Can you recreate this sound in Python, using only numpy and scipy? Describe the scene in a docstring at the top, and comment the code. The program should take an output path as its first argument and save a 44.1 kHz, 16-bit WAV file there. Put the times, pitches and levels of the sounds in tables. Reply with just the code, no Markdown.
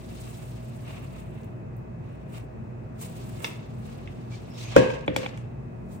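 """Cup set down in a quiet kitchen

Flour slides out of a plastic cup, hands and packets rustle and a lid clicks, over fridge hum and house air.
Then the cup is set down hard on a stone counter and rocks to rest. Blows and clicks are decaying modes
with a noise echo, rustles are shaped grains, gliding resonances are narrow noise, hum is tones and noise.
A phone's paired ports hear the sound with different phase, the treble in near opposite phase.
"""
import sys
import numpy as np
from scipy import signal
from scipy.fft import rfft, irfft
from scipy.io import wavfile
from scipy.ndimage import uniform_filter1d

SR = 44100
rng = np.random.default_rng(int(sys.argv[2]) if len(sys.argv) > 2 else 0)


def unload_audio(sound):
    """Save the sound as a 16-bit wav file, at the path given as the first command line argument."""
    columns = np.transpose(np.atleast_2d(sound))
    # keep every value between -1 and 1, then stretch to whole-number steps
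    steps = np.round(np.clip(columns, -1, 1) * 32767)
    wavfile.write(sys.argv[1], SR, steps.astype(np.int16))


N = 264600
T = np.arange(N) / SR  # s
HZ = np.arange(N // 2 + 1) * SR / N + 1e-6  # kept above zero for the logarithms
LN_1000 = np.log(1000)  # a 60 dB fall

# port pair: [f/Hz, likeness 0-1, right port's lead for diffuse sound/rad, its lead for direct sound/rad]
PORT_PAIR = [(40.2, 1, .1, 2), (165, 0.89, 0.34, -1.16), (385, 0.38, 0.8, -1.67), (495, 0.46, 2.4, -1.5),
             (687, 0.35, 3, -2), (1120, 0.39, 4.42, -2), (1290, 0.31, 3.5, -4), (2390, 0.081, 1.1, -8.5),
             (6100, 0.069, 4.9, -5), (7800, 0.66, 4.4, -12), (8550, 0.89, 4.4, -7), (9460, 1, np.pi, -9),
             (12800, 1, np.pi, -9.5), (13700, .85, 2.1, -4.5), (15500, .55, .9, -10)]


def undb(db):
    """Decibels to amplitude."""
    return 10 ** (np.asarray(db) / 20)


def level(x, db):
    """Set the RMS level."""
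    return x * undb(db) / np.sqrt(np.mean(x ** 2))


def across(table, column):
    """A table column over all frequencies, straight on a log axis."""
    return np.interp(np.log(HZ), np.log([row[0] for row in table]), [row[column] for row in table])


def shaped(x, gain):
    """Filter by a gain, or a phase turn, at every frequency."""
    return irfft(rfft(x) * gain, N)


def humps(table):
    """Summed gain of resonances [f/Hz, full width at half amplitude/Hz, level/dB]."""
    return sum(undb(db) / (1 + (2 * (HZ - hz) / width) ** 2) for hz, width, db in table)


def walk(rate):
    """Smoothed random drift of RMS 1, with `rate` new values a second."""
    k = int(SR / rate)
    steps = np.repeat(rng.standard_normal(N // k + 1), k)
    smooth = uniform_filter1d(uniform_filter1d(steps, k), k)
    return level(smooth[:N], 0)


def ring(modes, stretch, rise_ms):
    """Decaying modes of alternate sign that build up while the contact lasts; peak 1, t60 times stretch."""
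    t = T[:int(.45 * SR)]
    y = 0
    for k, (hz, db, t60) in enumerate(modes):
        decay = np.exp(-LN_1000 * t / (t60 * stretch))
        y = y + (-1) ** k * undb(db) * decay * np.sin(2 * np.pi * hz * t)
    y = y * (1 - np.exp(-1000 * t / rise_ms))
    return y / np.max(np.abs(y))


def add(out, sound, s, pan_db):
    """Place a sound at s seconds, with left louder than right by pan_db."""
    i = int(s * SR)
    out[:, i:i + sound.shape[-1]] += sound[..., :N - i] * undb(np.array([[pan_db], [-pan_db]]) / 2)


def knocks():
    """Each blow thuds, taps and cracks at once; the counter, a slower ring and a grainy chatter build behind."""
    # the cup meets the counter; blow sets the whole hit, upper is relative to the lingering ring:
    # [t/s, blow/dB, wall tap/dB, rim crack/dB, lingering ring/dB, counter/dB, upper modes/dB,
    #  kitchen echo/dB, left minus right/dB]
    contacts = [(4.7627, 6.5, -18.5, -16.5, -13, -16.5, 4, -9.5, 0.5),
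                (4.9014, -26.5, 0, -9, -23, -20, -5, 0, 10), (5.0784, -14.5, 3, -30, -7.5, -5, -14, -5, 0),
                (5.1619, -17.5, 7, 4, -9, -9, -2, -5, 4), (5.231, -33, 6, -22, -1, -3.5, -14, 2, -6),
                (5.2612, -32.5, 15.5, -15, -11, -20, -10, -13, 1),
                (5.3751, -51, 18, -7, -22, -25, -7, -17, -1)]
    # All mode tables: relative levels, t60 before the stretch given to ring().
    # thud of the base: [f/Hz, level/dB, t60/s]
    base_modes = [(296, -9, 0.034), (393, -11.5, 0.038), (516, -1.5, 0.051), (667, -16.5, 0.0095),
                  (750, -16, 0.044), (1426, -17, 0.023)]
    # tap of the thin wall: [f/Hz, level/dB, t60/s]
    wall_modes = [(813, -2.5, 0.029), (1100, 3, 0.0098), (1450, -4, 0.016), (1900, -10.5, 0.015),
                  (2328, 1.5, 0.022), (2780, -10, 0.012), (3100, -10, 0.019), (3413, -6.5, 0.021),
                  (3890, -18, 0.022)]
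    # what lingers in cup and counter: [f/Hz, level/dB, t60/s]
    linger_modes = [(267, -9, .22), (359, -10, .25), (392, -11, .2), (445, -9, .18), (500, -14, .15),
                    (515, 0, .38), (550, -7, .22), (625, -11, .25), (670, -19, .2)]
    # upper modes of the lingering ring: [f/Hz, level/dB, t60/s]
    upper_modes = [(932, 1.5, 0.23), (1010, -6, 0.38), (1095, -2.5, 0.29), (1530, -9.5, 0.27),
                   (1601, -1, 0.27), (1647, -9.5, 0.39), (1700, -8.5, 0.28), (1890, -12, 0.22),
                   (1930, -10, 0.23), (2100, -7.5, 0.15), (2518, -3.5, .2), (2630, -7.5, 0.2),
                   (2670, -9, 0.15), (3050, -9, 0.2)]
    # the slab and the cabinet under it, answering late: [f/Hz, level/dB, t60/s]
    counter_modes = [(78, -10, 0.28), (133.5, 3.5, 0.15), (173, -4.5, 0.22), (250, -6.5, 0.14),
                     (296.6, 6.5, 0.13)]
    rattle_t60_s, rattle_damp = 0.69, 0.3  # fall of the jolts; shortening of the modes they strike

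    near, far = np.zeros((2, 2, N))
    base, wall = ring(base_modes, 0.47, rise_ms=3.6), ring(wall_modes, 0.63, rise_ms=1.7)
    # the tap that reaches the walls of the room is a blunt push
    push_t60 = LN_1000 * 0.00035
    glance = ring([(1940, 0, push_t60), (3350, -9.5, push_t60)], 0.91, rise_ms=.1)
    low, high = ring(linger_modes, 1.0, rise_ms=1.4), ring(upper_modes, 0.83, rise_ms=2.6)
    counter = ring(counter_modes, 0.93, rise_ms=13.3)
    low_chatter = ring(linger_modes, rattle_damp, rise_ms=1.3)
    high_chatter = ring(upper_modes, rattle_damp, rise_ms=0.31)
    t = T[:len(base)]
    wall = wall * (1 - np.exp(-t / .0012)) * undb(2.5)  # the thin wall takes the blow a moment late
    rim = signal.butter(1, [3000, 7500], "band", fs=SR, output="sos")
    jolt_fall = np.exp(-LN_1000 * t / rattle_t60_s)

    noises = rng.standard_normal((len(contacts), 3, len(t)))
    for contact, noise in zip(contacts, noises):
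        s, db, wall_db, crack_db, linger_db, counter_db, upper_db, echo_db, pan_db = contact
        crack_shape = np.exp(-t / 0.0021) * (1 - np.exp(-t / 0.0019)) ** 2
        crack = signal.sosfilt(rim, noise[0]) * crack_shape * undb(7.0 + crack_db)
        blow = base + wall * undb(wall_db) + crack

        # unlike noise at the two ports, in grains of uneven strength, strikes the damped modes
        upper = undb(upper_db - 11)
        grain_db = 3 * level(uniform_filter1d(noise[0], size=250), 0)
        jolts = noise[1:] * undb(grain_db) * jolt_fall
        chatter = low_chatter + undb(13.0) * upper * high_chatter
        rattle = signal.fftconvolve(chatter[None], jolts, axes=1)[:, :len(t)]
        rattle = undb(-9.5) * rattle / np.sqrt(np.sum(jolts ** 2))
        tail = low + upper * high + rattle

        hit = blow + counter * undb(counter_db) + tail * undb(linger_db)
        add(near, hit * undb(db), s, pan_db)
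        # only the sharp part goes to the kitchen
        sharp = base * undb(-3.0) + glance * undb(wall_db) + crack
        add(far, sharp * undb(db + echo_db), s, 0)
    return near, echo(far, wet_db=1.0)


def clicks():
    """A stiff lid snaps, ringing itself and the tub with a gritty edge; thinner ticks are brief mode trios."""
    # snaps: [t/s, level/dB, t60 stretch, brightness/dB per octave, tub body/dB, left minus right/dB]
    snaps = [(3.403, -45, 0.79, -11.5, 5, -13), (3.4445, -16, 0.76, 3, -5.5, -1.5),
             (4.0745, -33.5, 0.26, -14, -42, 0)]
    # the lid, relative levels, t60 before stretch: [f/Hz, level/dB, t60/s]
    lid_modes = [(2110, 1, 0.036), (2250, -3, 0.033), (2665, 4, 0.028), (3530, 2, 0.022),
                 (4100, -10, 0.016), (4840, -5, 0.016), (5670, 3.5, 0.006), (6480, -17, 0.02)]
    # the tub under the lid, likewise: [f/Hz, level/dB, t60/s]
    tub_modes = [(468, -4, 0.037), (930, -8, 0.061), (1287, -3.5, 0.038), (1735, -14, 0.067)]
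    # thin ticks: [t/s, peak level/dB, centre f/Hz]
    ticks = [(.932, -44, 2600), (1.434, -44.5, 4970), (1.445, -42.5, 10900), (1.767, -39.5, 11850),
             (4.315, -60, 6500), (4.5955, -36, 4600), (4.717, -38, 6300), (4.732, -38.5, 3200),
             (5.065, -43, 7450), (5.193, -49, 6100), (5.3747, -37.5, 7000)]

    near, far = np.zeros((2, 2, N))
    t = T[:2000]
    noises = rng.standard_normal((len(snaps), 2, len(t)))
    for (s, db, stretch, bright_db, tub_db, pan_db), noise in zip(snaps, noises):
        lowest_hz = lid_modes[0][0]
        lid = [(hz, mode_db + bright_db * np.log2(hz / lowest_hz), t60) for hz, mode_db, t60 in lid_modes]
        grit_ring = ring(lid, 0.32, rise_ms=0.16)[None, :400]
        grit = signal.fftconvolve(grit_ring, noise * np.exp(-t / 0.013), axes=1) * undb(-29)
        tub = ring(tub_modes, stretch, rise_ms=0.96) * undb(tub_db)
        snap = ring(lid, stretch, rise_ms=1.0) + tub
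        add(near, snap * undb(db), s, pan_db)
        add(near, grit * undb(db), s, pan_db)
        # the kitchen gets a shorter snap without grit
        far_tub = ring(tub_modes, .4 * stretch, rise_ms=0.97) * undb(tub_db)
        far_snap = ring(lid, 0.5 * stretch, rise_ms=0.71) + far_tub
        add(far, far_snap * undb(db), s, 0)
    for s, db, hz in ticks:
        trio = [(0.9 * hz, 0, .003), (hz, 0, .003), (1.32 * hz, 0, .002)]
        tick = ring(trio, 0.41, rise_ms=.05) * undb(db)
        add(near, tick, s, 0)
        add(far, tick, s, 0)
    return near, echo(far, wet_db=-1.1)


def rustle():
    """Flour, hands and packets: dense grains of uneven size in three colours, each flickering alone."""
    # continuous rustle of changing level, first flour pouring, later hands and packets:
    # [t/s, body level/dB, hiss over body/dB]
    stir = [(0, -64, 2.5), (.24, -57, 5.5), (.63, -63, 2), (.83, -63, 3.5), (1.2, -72.5, 8.5),
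            (1.45, -88, -3), (2.94, -84, -2), (3.03, -61.5, 3), (3.2, -59.5, 5.5), (3.4, -59, 3.5),
            (3.64, -65.5, -11), (3.78, -68.5, 4.5), (3.9, -59, 0), (4.05, -63.5, -3), (4.28, -67.5, -1),
            (4.5, -63, -3), (4.64, -55.5, 2.5), (4.74, -45, -22), (4.9, -62, -25), (5.03, -78, -21),
            (5.14, -66, -14), (5.185, -45, -15), (5.32, -62, -14), (5.5, -87, -2), (6, -81, 8)]
    # single scrapes, brushes and rattles; rasp and hiss are relative to the body:
    # [peak t/s, swell/s, fade/s, body level/dB, coarse rasp/dB, fine hiss/dB]
    strokes = [(0.885, 0.079, 0.32, -58.5, 12.5, 0), (1.17, 0.18, 0.077, -62.5, 7.5, 2.5),
               (1.349, 0.46, 0.24, -74, 17.5, 7), (2.06, 0.099, 0.7, -73.5, 12.5, -1),
               (2.351, 0.076, 0.063, -57.5, 9, 3.5), (3.015, 0.045, 0.085, -53, 3.5, 9),
               (3.423, 0.011, 0.079, -64, 18.5, 19), (3.48, .12, 0.13, -53, -8, -2),
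               (4.315, 0.02, 0.12, -55, 1.5, -9), (4.589, 0.047, 0.082, -45.5, -26, -13),
               (4.763, 0.018, 0.22, -39.5, 8.5, -34), (5.235, 0.035, .06, -50.5, 6, -16),
               (5.33, .1, 0.2, -67, 16, -8), (5.925, .05, 0.043, -65.5, -15, 11)]
    # colour of the coarse rasp, relative levels: [f/Hz, width/Hz, level/dB]
    rasp = [(650, 340, 13), (1150, 300, 6), (1670, 420, -1), (2220, 410, 3.5), (2715, 500, 5.5),
            (3710, 960, -5.5)]
    # colour of the body: [f/Hz, width/Hz, level/dB]
    body = [(3500, 2800, 2.5), (6000, 6100, -3.5)]
    # colour of the fine hiss: [f/Hz, width/Hz, level/dB]
    hiss = [(8570, 3400, 0), (11400, 3000, -2.5), (14300, 2700, -8.5)]
    hold_s, span_db = 0.032, 20.5  # a stroke climbs and drops by span_db over its swell and its fade

    times, *columns = np.transpose(stir)
    stir_db, fine_db = (np.interp(T, times, c) for c in columns)
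    power = undb([stir_db + 3, stir_db, stir_db + fine_db]) ** 2
    for s, swell, fade, db, rasp_db, hiss_db in strokes:
        away = np.maximum((s - T) / swell, (T - s - hold_s) / fade)
        away = np.clip(away, 0, None)
        power = power + undb(db - span_db * away) ** 2 * undb([[rasp_db], [0], [hiss_db]]) ** 2
    out = 0
    for colour, gain in zip((rasp, body, hiss), np.sqrt(power)):
        size_db = 2.4 * np.minimum(rng.exponential(size=N), 5)
        grains = rng.standard_normal((2, N)) * undb(size_db)
        flicker_db = .5 * walk(25) + 2.2 * walk(110)
        out = out + level(shaped(grains, humps(colour)), 0) * gain * undb(flicker_db)
    return out


def gliding_resonances():
    """Resonant noise bands, mostly gliding as the cup nears the counter, with randomly wavering level."""
    # narrow bands, level ahead of the swell and wavering:
    # [t/s, length/s, from f/Hz, to f/Hz, width/Hz, level/dB]
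    glides = [(4.312, 0.05, 2320, 2320, 140, -49), (4.58, 0.17, 5950, 6750, 450, -54),
              (4.56, 0.23, 2350, 2550, 600, -51), (4.49, 0.13, 5200, 5500, 450, -59),
              (4.53, 0.14, 3600, 4200, 700, -55), (4.68, .09, 3100, 3300, 600, -52)]
    out = 0
    for s, length, from_hz, to_hz, width, db in glides:
        along = np.clip((T - s) / length, 0, 1)
        glide_hz = from_hz + (to_hz - from_hz) * along
        tone = np.sin(2 * np.pi * np.cumsum(glide_hz) / SR)
        slow_noise = shaped(rng.standard_normal((2, N)), humps([(0, width, 0)]))
        swell = np.sin(np.pi * along)
        out = out + level(slow_noise * tone, db) * swell * undb(2.8 * walk(70))
    return out


def fridge():
    """The casing and the room ring as narrow noise bands; the steadier motor tones wander in pitch and level."""
    # hum of the casing and resonances of the room: [f/Hz, wander width/Hz, level/dB]
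    hum_bands = [(57, 8.8, -55), (98.2, 6.7, -49.5), (119.6, 5.9, -45.5), (135, 8.2, -50.5),
                 (152.2, 13, -54), (186.2, 13, -55), (223.2, 6, -51.5), (243, 9, -59), (638, 9, -58),
                 (2570, 270, -81.5)]
    # motor turn rate and mains buzz, level before its wander: [f/Hz, level/dB]
    motor_tones = [(58.5, -50.5), (119.8, -44.5)]
    hum = 0
    for hz, width, db in hum_bands:
        band = shaped(rng.standard_normal((2, N)), humps([(hz, width, 0)]))
        hum = hum + level(band, db)
    motor = 0
    for hz, db in motor_tones:
        phase = 2 * np.pi * np.cumsum(hz + 0.726 * walk(1.832)) / SR
        motor = motor + level(np.sin(phase), db) * undb(1.4 * walk(2.5))
    return hum + motor * np.array([[1], [0]])  # motor tones on the first path only


def buzz():
    """Mains overtones, each reaching the two ports with its own strength and phase."""
    buzz_hz = 119.82  # twice the mains rate
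    # thin overtones, RMS level before a slight wander: [multiple of buzz_hz, left level/dB, right level/dB]
    overtones = [(2, -55, -59), (3, -58, -58), (13, -80, -80), (14, -79, -78), (16, -77, -82),
                 (17, -77, -76), (19, -81, -86), (20, -84, -90), (21, -72, -78), (22, -70, -74)]
    out = 0
    for (multiple, *side_db), turn in zip(overtones, rng.random((len(overtones), 2, 1))):
        tone = np.sin(2 * np.pi * (multiple * buzz_hz * T + turn))
        out = out + np.sqrt(2) * undb(side_db)[:, None] * tone * undb(.8 * walk(3))
    return out


def house_air():
    """Air moving through the house: coloured noise that swells a little."""
    # air and appliances, relative levels: [f/Hz, level/dB per Hz]
    spectrum = [(20, -45), (43, -17), (70, -18), (105, -5), (150, -6.5), (200, -12), (232, -10.5),
                (270, -15), (600, -19), (1100, -29), (2200, -39.5), (2650, -44), (3200, -52), (5000, -56.5),
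                (9000, -57.5), (16000, -64)]
    air = shaped(rng.standard_normal((2, N)), undb(across(spectrum, 1)))
    return level(air, -41) * undb(.5 * walk(1.6))


def echo(x, wet_db):
    """The kitchen answers with two unrelated noise tails, each band dying at its own rate."""
    # kitchen echo, relative strengths: [f/Hz, t60/s, strength/dB]
    kitchen_bands = [(141.5, 0.45, 13), (596, 0.61, -5), (1540, 0.44, -11), (3100, 0.59, -12.5),
                     (6800, 0.13, 0.5), (13900, 0.4, -8.5)]
    t = T[:int(.8 * SR)]
    noise, tail = rng.standard_normal((2, N)), 0
    for hz, t60, db in kitchen_bands:
        band = shaped(noise, np.exp(-(np.log2(HZ / hz)) ** 2))[:, :len(t)]
        onset = np.clip(t / 0.0047, 0, 1)
        tail = tail + undb(db) * band * np.exp(-LN_1000 * t / t60) * onset
    tail = tail / np.sqrt(np.sum(tail ** 2, axis=1, keepdims=True))
    return undb(wet_db) * signal.fftconvolve(x, tail, axes=1)[:, :N]


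def ports(first, second):
    """Diffuse sound: left hears one path; right hears it turned in phase, mixed with a second path."""
    like = np.clip(across(PORT_PAIR, 1), 0, 1)
    turned = shaped(first, like * np.exp(1j * across(PORT_PAIR, 2)))
    return np.array([first, turned + shaped(second, np.sqrt(1 - like ** 2))])


def scene():
    """Direct blows and snaps with the right port turned in phase, mains buzz, and all diffuse sound."""
    (blows, blow_echo), (snaps, snap_echo) = knocks(), clicks()
    left, right = blows + snaps
    direct = np.array([left, shaped(right, np.exp(1j * across(PORT_PAIR, 3)))])
    diffuse = house_air() + fridge() + rustle() + gliding_resonances() + blow_echo + snap_echo
    return direct + buzz() + ports(*diffuse)


def record(dry):
    """Peaks beyond full scale clip at the input, then the deepest bass and the top are cut."""
    clipped = np.clip(dry, -1, 1)
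    held = signal.sosfilt(signal.butter(2, 30, "high", fs=SR, output="sos"), clipped)
    return signal.sosfilt(signal.ellip(10, .2, 80, 15900, fs=SR, output="sos"), held)  # top edge in Hz


dry = scene()
out = record(dry)
unload_audio(out)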